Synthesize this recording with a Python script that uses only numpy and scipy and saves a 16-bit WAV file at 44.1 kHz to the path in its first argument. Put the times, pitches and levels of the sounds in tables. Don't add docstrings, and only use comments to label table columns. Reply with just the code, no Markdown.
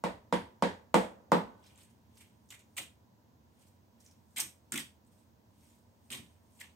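import sys
import numpy as np
from scipy import signal
from scipy.fft import rfft, irfft, next_fast_len
from scipy.io import wavfile
from scipy.ndimage import uniform_filter1d

SR = 44100
rng = np.random.default_rng(int(sys.argv[2]) if len(sys.argv) > 2 else 0)


def waveform_to_disk(signal):
    frames = np.transpose(np.atleast_2d(signal))
    scaled = np.clip(frames, -1, 1) * 32767
    samples = np.round(scaled).astype(np.int16)
    wavfile.write(sys.argv[1], SR, samples)


def how_loud(loudness_db):
    steps = np.asarray(loudness_db, float) / 20
    return 10 ** steps


N = 297675

# (time [s], blow [dB], crack of the tines re blow [dB], edge of the tray re blow [dB], edge pitch [Hz])
BLOWS = [
    (0.037, -16, -21.5, -21.5, 2140),
    (0.324, -12, -24, -20.5, 1928),
    (0.622, -10.5, -23, -21, 1502),
    (0.941, -6, -20, -19.5, 2120),
    (1.317, -6.5, -25, -24.5, 1932),
]
# (frequency [Hz], level [dB per Hz])
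SMACK_TONE = [(250, -46.5), (500, -15.5), (1100, -12), (1500, -14), (2150, -5), (2700, -6), (3300, -5),
              (4300, -11.5), (5500, -26), (8000, -62.5)]
# (frequency [Hz], side minus mid [dB])
STEREO_WIDTH = [(60, -9), (110, -11.5), (200, -8.5), (380, -7.5), (700, -0.5), (1290, 1), (2380, -0.5),
                (4400, 1), (8120, -8.5), (15000, -13)]


def gain(table, size):
    hz, db = np.transpose(table)
    bins_hz = np.arange(size // 2 + 1) * SR / size
    return how_loud(np.interp(np.log(bins_hz + 1), np.log(hz), db))


def colour(x, table):
    cepstrum = irfft(np.log(gain(table, size=4096)))
    folded = np.r_[cepstrum[0], 2 * cepstrum[1:2048], np.zeros(2048)]
    kernel = irfft(np.exp(rfft(folded)))[:2048]
    return signal.fftconvolve(x, kernel / np.linalg.norm(kernel))[:len(x)]


def pocket(x, hz, q):
    shape = signal.iirpeak(hz, q, fs=SR)
    once = signal.lfilter(*shape, x)
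    return signal.lfilter(*shape, once)


def add(track, s, sound):
    i = int(s * SR)
    track[i:i + len(sound)] += sound[:N - i]


def spread(size):
    mid, side = rfft(rng.standard_normal((2, size)))
    share = gain(STEREO_WIDTH, size=size)
    both = np.array([mid + share * side, mid - share * side])
    return irfft(both / np.sqrt(1 + share ** 2), size)


def steady(table, db):
    size = next_fast_len(N)
    x = irfft(rfft(spread(size=size)) * gain(table, size=size), size)[:, :N]
    return x * how_loud(db) / x.mean(axis=0).std()


def hum():
    # (frequency [Hz], level [dB per Hz])
    hum_tone = [(24, -56.5), (45, -24), (86, -1), (161, -13.5), (234, -6), (267, -15.5), (300, -14),
                (377, -20.5), (668, -20), (774, -23.5), (973, -18.5), (1150, -28.5), (2000, -40.5),
                (2600, -66.5), (4400, -120)]
    return steady(hum_tone, -65)


def hiss():
    # (frequency [Hz], level [dB per Hz])
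    hiss_tone = [(880, -30.5), (1500, -5), (2310, -9), (3380, -9), (4660, -9), (6560, -10), (9310, -21),
                 (14600, -12.5), (15700, -11.5), (16500, -32)]
    return steady(hiss_tone, -80.5)


def ring(modes, jitter_db=0):
    t = np.arange(SR // 2)[:, None] / SR
    hz, db, t60 = np.transpose(modes)
    sines = how_loud(db + jitter_db) * np.sin(2 * np.pi * hz * t)
    return np.sum(sines * 1000. ** (-t / t60), axis=1)


def without_bass(x, hz):
    return signal.sosfilt(signal.butter(4, hz, "highpass", fs=SR, output="sos"), x)


def knocks():
    # (frequency [Hz], level [dB], t60 [s])
    tray_modes = [(181.8, -9.5, 0.54), (203.7, -7.5, 0.11), (239.4, -14.5, .1), (291.5, -16, .1),
                  (337.5, -16.5, 0.19), (486.8, -8, .16), (549.7, -13, .16), (655, -22, 0.053),
                  (930, -14, 0.16), (965, -16.5, .1), (1097, -21, .1)]
    # (frequency [Hz], level [dB per Hz])
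    blow_tone = [(60, -53.5), (130, -29.5), (180, 0.5), (260, -4), (390, -7.5), (490, 1), (570, -2.5),
                 (780, -4), (925, 3.5), (1100, -2.5), (1350, -9.5), (2000, -7.5), (3500, -27), (5000, -47)]
    # (frequency [Hz], level [dB per Hz])
    tine_tone = [(1500, -20), (3500, -9.5), (4800, -0.5), (6300, -3), (8500, -2.5), (9800, -9.5),
                 (11000, -10.5), (13000, -15.5), (16000, -20.5)]
    bass_growth = 0.73
    deep_stop_s = 0.09
    spot_db = 3.5

    snaps, near, far = np.zeros(N), np.zeros(N), np.zeros(N)
    t, ring_t = np.arange(2048) / SR, np.arange(SR // 2) / SR
    swing = (np.pi * 800 * (t - 0.003)) ** 2
    snap = (1 - 2 * swing) * np.exp(-swing)
    click = (t == 0) * 1.
    swell = 1 - np.exp(-ring_t / 0.0027)
    settle = np.exp(-(ring_t / deep_stop_s) ** 6)
    chatter = np.exp(-(t / 0.0036) ** 4) * np.minimum(t / 0.00042, 1)
    for s, blow_db, crack_db, edge_db, edge_hz in BLOWS:
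        tine_noise, edge_noise = rng.standard_normal((2, len(t))) * chatter
        jitter_db = 2.5 * rng.standard_normal(len(tray_modes) - 2)
        deep = swell * settle * ring(tray_modes[:2])
        add(snaps, s, how_loud(blow_db - 0.6) * snap)
        add(near, s + 0.003, how_loud(bass_growth * (blow_db + 10) - 16) * deep)
        add(near, s + 0.00293, how_loud(blow_db - 7) * swell * ring(tray_modes[2:], jitter_db))
        add(near, s + 0.001, how_loud(blow_db + crack_db - 6.5) * colour(tine_noise, tine_tone))
        add(near, s + 0.00084, how_loud(blow_db + edge_db - 8.5) * colour(edge_noise, SMACK_TONE))
        add(near, s + 0.0009, how_loud(blow_db + edge_db + 7.5) * pocket(edge_noise, edge_hz, 2.5))

        whole = how_loud(9.5) * colour(click, blow_tone)
        whole += how_loud(crack_db + 16.5) * colour(click, tine_tone)
        whole += how_loud(edge_db + 19) * colour(click, SMACK_TONE)
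        whole += how_loud(edge_db + 20.5) * pocket(click, edge_hz, 3.)
        spot = np.c_[np.geomspace(200, 16000, num=20), spot_db * rng.standard_normal(20)]
        recoloured = irfft(rfft(np.roll(whole, 256)) * gain(spot, size=len(t)))[256:]
        add(far, s, how_loud(blow_db) * recoloured)
    return without_bass(near, hz=139) + snaps, without_bass(far, hz=195)


def echoes(dry):
    # (left delay [s], right delay [s], level [dB])
    returns = [
        (.0034, 0.002, -8),
        (.0044, 0.003, -12.5),
        (0.0118, .0105, -14),
        (0.0136, 0.014, -12),
    ]
    response = np.zeros((2, SR // 20))
    response[:, 0] = 1
    for left_s, right_s, db in returns:
        response[[0, 1], [int(left_s * SR), int(right_s * SR)]] += how_loud(db)
    return signal.fftconvolve(dry[None], response, axes=1)[:, :N]


def room(dry, t60):
    # (frequency [Hz], level [dB])
    wall_tone = [(100, 11.5), (1000, 3), (4000, 1), (9000, -2), (16000, -5.5)]
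    build_s = 0.0058
    t = np.arange(SR // 2) / SR
    tail = spread(size=len(t)) * (1 - np.exp(-(t / build_s) ** 2)) * how_loud(-60 * t / t60)
    tail /= np.sqrt(np.mean(np.sum(tail ** 2, axis=1)))
    return signal.fftconvolve(colour(dry, wall_tone)[None], tail, axes=1)[:, :N]


def kitchen(far):
    room_t60_s = 0.3
    late_db, late_t60_s, late_top_hz = -18, 0.84, 1290
    out = np.zeros((2, N))
    dull = signal.sosfilt(signal.butter(2, late_top_hz, fs=SR, output="sos"), far)
    for s, *_ in BLOWS:
        blow = slice(int(s * SR), int(s * SR) + 4096)
        tail = room(far[blow], room_t60_s) + how_loud(late_db) * room(dull[blow], late_t60_s)
        add(out[0], s, tail[0])
        add(out[1], s, tail[1])
    return out


def shake():
    shake_db, shake_s = -55, 0.16
    held, t = np.zeros(N), np.arange(SR // 4) / SR
    for s, *_ in BLOWS:
        add(held, s, np.exp(-(t / shake_s) ** 4))
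    band = signal.butter(2, [35, 105], "bandpass", fs=SR, output="sos")
    low = signal.sosfilt(band, rng.standard_normal(N))
    return how_loud(shake_db) * uniform_filter1d(held, size=400) * low / low.std()


def fork_ring():
    # (time [s], frequency [Hz], level [dB], t60 [s])
    fork_modes = [
        (1.36, 1490, -67, 1.2),
        (1.36, 1507, -71, 1.),
        (1.655, 2440, -78, .6),
        (1.69, 2400, -75, .4),
    ]
    out = np.zeros(N)
    for s, *mode in fork_modes:
        add(out, s, ring([mode]))
    return out


def grains(rate, scatter_db):
    moment, sign, size = rng.random((3, N))
    x = (moment < rate / SR) * np.sign(sign - 0.5) * how_loud(-scatter_db * np.log(1 - size))
    return x / x.std()


def tent(s, db, swell, fade):
    late = np.arange(N) / SR - s
    return how_loud(db + np.where(late < 0, swell * late, -fade * late))


def tear(length):
    t = np.arange(SR // 8) / SR
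    return (1 - np.exp(-t / (0.4 * length))) * np.exp(-(t / length) ** 2)


def patchy(x, spread_db):
    _, _, cells = signal.stft(x, nperseg=128)
    field = rng.standard_normal(cells.shape)
    field = uniform_filter1d(field, size=3, axis=0)
    field = uniform_filter1d(field, size=5, axis=1)
    return signal.istft(cells * how_loud(spread_db * field / field.std()), nperseg=128)[1][:N]


def tearing(bright, wet):
    # (frequency [Hz], level [dB per Hz])
    crackle_tone = [(2500, -38), (3500, -20), (4500, -10), (5500, -6), (6800, -4), (7700, -2.5),
                    (8450, 3.5), (9200, -3), (10200, -7), (12200, -7.5), (14000, -7), (16000, -21.5),
                    (16600, -40.5)]
    crackle = colour(bright * grains(12000, 2.0), crackle_tone)
    return crackle + colour(wet * grains(6000, 2.0), SMACK_TONE)


def mash():
    # (time [s], crackle [dB], wet smack re crackle [dB], pocket pitch [Hz])
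    rustles = [(1.636, -65, 8, 4460), (1.659, -59, 6, 4800), (1.69, -65, 5, 4330), (1.72, -71, 5, 4300),
               (1.776, -53.5, -2, 3060), (1.804, -56, 2, 2500), (1.8274, -55, -5, 2500),
               (1.895, -59.5, -13, 3800), (2.149, -62, -4, 2770), (2.168, -50.5, -3, 1946),
               (2.202, -47, 1, 2300), (2.486, -55, -10, 3900), (2.589, -52, 2, 2560),
               (3.5885, -65, 0, 5000), (3.609, -62, -6, 2447), (3.664, -57.5, -20, 3810),
               (3.999, -51, -7, 5000), (4.04, -54.5, -15, 4990), (4.065, -64, -12, 2600),
               (4.105, -63, -15, 5000), (5.06, -63, -7, 1550), (5.113, -62.5, -6, 1543),
               (5.183, -72, -20, 1450), (6.188, -72, -7, 2920), (6.518, -69, -20, 1630)]
    # (time of peak [s], crackle [dB], wet smack re crackle [dB])
    drag_table = [(1.67, -73.5, 2.5), (1.8, -68.5, 1.5), (2.22, -67.5, 0), (2.46, -81, -18),
                  (2.74, -76, -17), (3.631, -69.5, -3), (4.07, -72, 0), (4.35, -69.5, -26), (4.71, -78, -3),
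                  (5.18, -73, -6), (5.64, -68, -7), (5.72, -70, -6.5), (6.07, -73, -15), (6.24, -67, -2),
                  (6.6, -63, -10.5)]
    # (start [s], peak [s], level [dB])
    oozes = [
        (2.5, 2.53, -81),
        (2.766, 2.8, -43),
        (4.362, 4.397, -40),
        (4.72, 4.78, -45.5),
        (6.103, 6.134, -43),
        (6.59, 6.636, -55),
    ]
    # (time [s], crackle [dB], wet smack re crackle [dB], pocket pitch [Hz], length [s])
    squelches = [(2.502, -41.5, 7, 3040, .016), (2.5203, -41.5, 9, 2140, 0.0091),
                 (2.536, -44.5, 6.5, 2300, 0.017), (2.7654, -28.5, -3.5, 2190, .026),
                 (2.777, -30, 2, 2160, 0.015), (2.81, -38, -18, 2115, 0.024),
                 (4.36, -28.5, 0.5, 2200, 0.023), (4.379, -25, -20, 3160, 0.0059),
                 (4.3805, -28, -2, 2290, 0.036), (4.3985, -15.5, -20, 2373, 0.012),
                 (4.407, -47, -23, 3300, 0.011), (4.72, -23, 3, 1630, 0.0095),
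                 (4.737, -24, 4, 1550, 0.0073), (4.7545, -26.5, 7.5, 2360, 0.011),
                 (4.7744, -21.5, 2, 3150, 0.0054), (4.783, -28, 1.5, 1970, 0.02),
                 (6.102, -35, 5, 3340, 0.0058), (6.111, -31.5, 0.5, 2160, 0.027),
                 (6.144, -36.5, 1, 3140, 0.019), (6.165, -43, 1, 5000, 0.024),
                 (6.5987, -41.5, 0, 2070, 0.0091), (6.609, -35.5, 3.5, 1930, 0.0085)]
    # (time [s], level [dB], length [s])
    pushes = [
        (2.769, -47.5, .035),
        (4.363, -44, 0.017),
        (4.411, -43.5, 0.023),
        (4.716, -38.5, 0.024),
        (4.7348, -32.5, 0.011),
        (4.789, -42.5, 0.0079),
        (6.104, -37.5, 0.0055),
        (6.112, -42, 0.026),
        (6.14, -42.5, 0.018),
        (6.189, -40.5, 0.012),
    ]
    rustle_s = 0.021

    drags = np.array([tent(s, db - 8.0, swell=120, fade=113.5) for s, db, _ in drag_table])
    bright = drags.sum(axis=0)
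    wet = how_loud(np.array(drag_table)[:, -1]) @ drags
    for start, s, db in oozes:
        wet += tent(s, db - 8.5, swell=250, fade=303) * (np.arange(N) > start * SR)

    push, pops = np.zeros(N), np.zeros(N)
    bubbles = grains(8000, 2.0)
    for s, db, wet_db, pocket_hz, length in squelches + [(*row, rustle_s) for row in rustles]:
        shape = tear(length)
        add(bright, s, how_loud(db - 12.0) * shape)
        add(wet, s, how_loud(db + wet_db - 22.0) * shape)
        bubbling = shape * bubbles[int(s * SR):][:len(shape)]
        sharpness = 2.56 if db > -48 else 1.4
        add(pops, s, how_loud(db + wet_db - 3.5) * pocket(bubbling, pocket_hz, sharpness))
    for s, db, length in pushes:
        add(push, s, how_loud(db - 9.5) * tear(length))
    band = signal.butter(2, [140, 330], "bandpass", fs=SR, output="sos")
    thump = signal.sosfilt(band, push * rng.standard_normal(N))

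    mid, side = tearing(bright, wet), tearing(bright, wet)
    side = irfft(rfft(side) * gain(STEREO_WIDTH, size=N), N)
    return patchy(mid + pops, 3.5) + 11 * thump, patchy(side, 3.5)


def bursts(table, length):
    out, t = np.zeros(N), np.arange(1024) / SR
    for s, db, hz in table:
        burst = pocket(rng.standard_normal(len(t)) * np.exp(-(t / length) ** 2), hz, 3.5)
        add(out, s, how_loud(db - 6.5) * burst / np.abs(burst).max())
    return out


def thread_snaps():
    # (time [s], peak level [dB], pitch [Hz])
    snap_table = [(1.64, -52.5, 5190), (1.7579, -49, 7300), (1.7759, -46, 8250), (1.8327, -49, 8320),
                  (2.146, -58, 7340), (2.1715, -48, 5030), (2.4892, -51, 6730), (2.5047, -34, 6900),
                  (2.5915, -46, 7100), (3.6177, -68, 8490), (3.6671, -60, 8300), (4.0053, -53, 6400),
                  (4.0447, -66, 8780), (4.0622, -43.5, 6150), (4.1111, -52, 5740), (4.363, -30, 6900),
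                  (4.3879, -31, 8460), (4.7207, -16.5, 8100), (4.8024, -34, 4700), (5.0484, -64.5, 8460),
                  (5.0689, -71, 8760), (5.1891, -63, 8320), (5.608, -60, 5430), (6.106, -34.5, 8840),
                  (6.5101, -70, 8670), (6.6064, -40, 7550), (6.657, -53, 6500), (6.716, -64.5, 4500)]
    return bursts(snap_table, length=0.0036)


def tine_taps():
    # (time [s], peak level [dB], pitch [Hz])
    tap_table = [
        (2.522, -48, 2170),
        (2.7826, -24, 2140),
        (2.7994, -37, 2070),
        (4.7774, -31.5, 3200),
        (4.7824, -24, 2040),
        (6.6074, -39, 1920),
        (6.6139, -35, 2000),
    ]
    return bursts(tap_table, length=0.0031)


def scene():
    near, far = knocks()
    near += fork_ring()
    mid, side = mash()
    snaps, taps = thread_snaps(), tine_taps()
    tail = room(mid + how_loud(2.5) * snaps + how_loud(-21) * taps, t60=0.25)
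    left_right = np.array([[1], [-1]])
    potato = mid + snaps + taps + side * left_right + how_loud(-4.5) * tail
    return echoes(near) + kitchen(far) + potato + hum() + hiss() + shake()


def top_cut(x):
    return signal.sosfilt(signal.butter(12, 16670, fs=SR, output="sos"), x)


def record(dry):
    lean_db = -1.3
    thin = signal.sosfilt(signal.butter(3, 60, "highpass", fs=SR, output="sos"), dry)
    mix = thin * how_loud(np.array([[lean_db], [-lean_db]]) / 2)
    return top_cut(mix)


dry = scene()
out = record(dry)
waveform_to_disk(out)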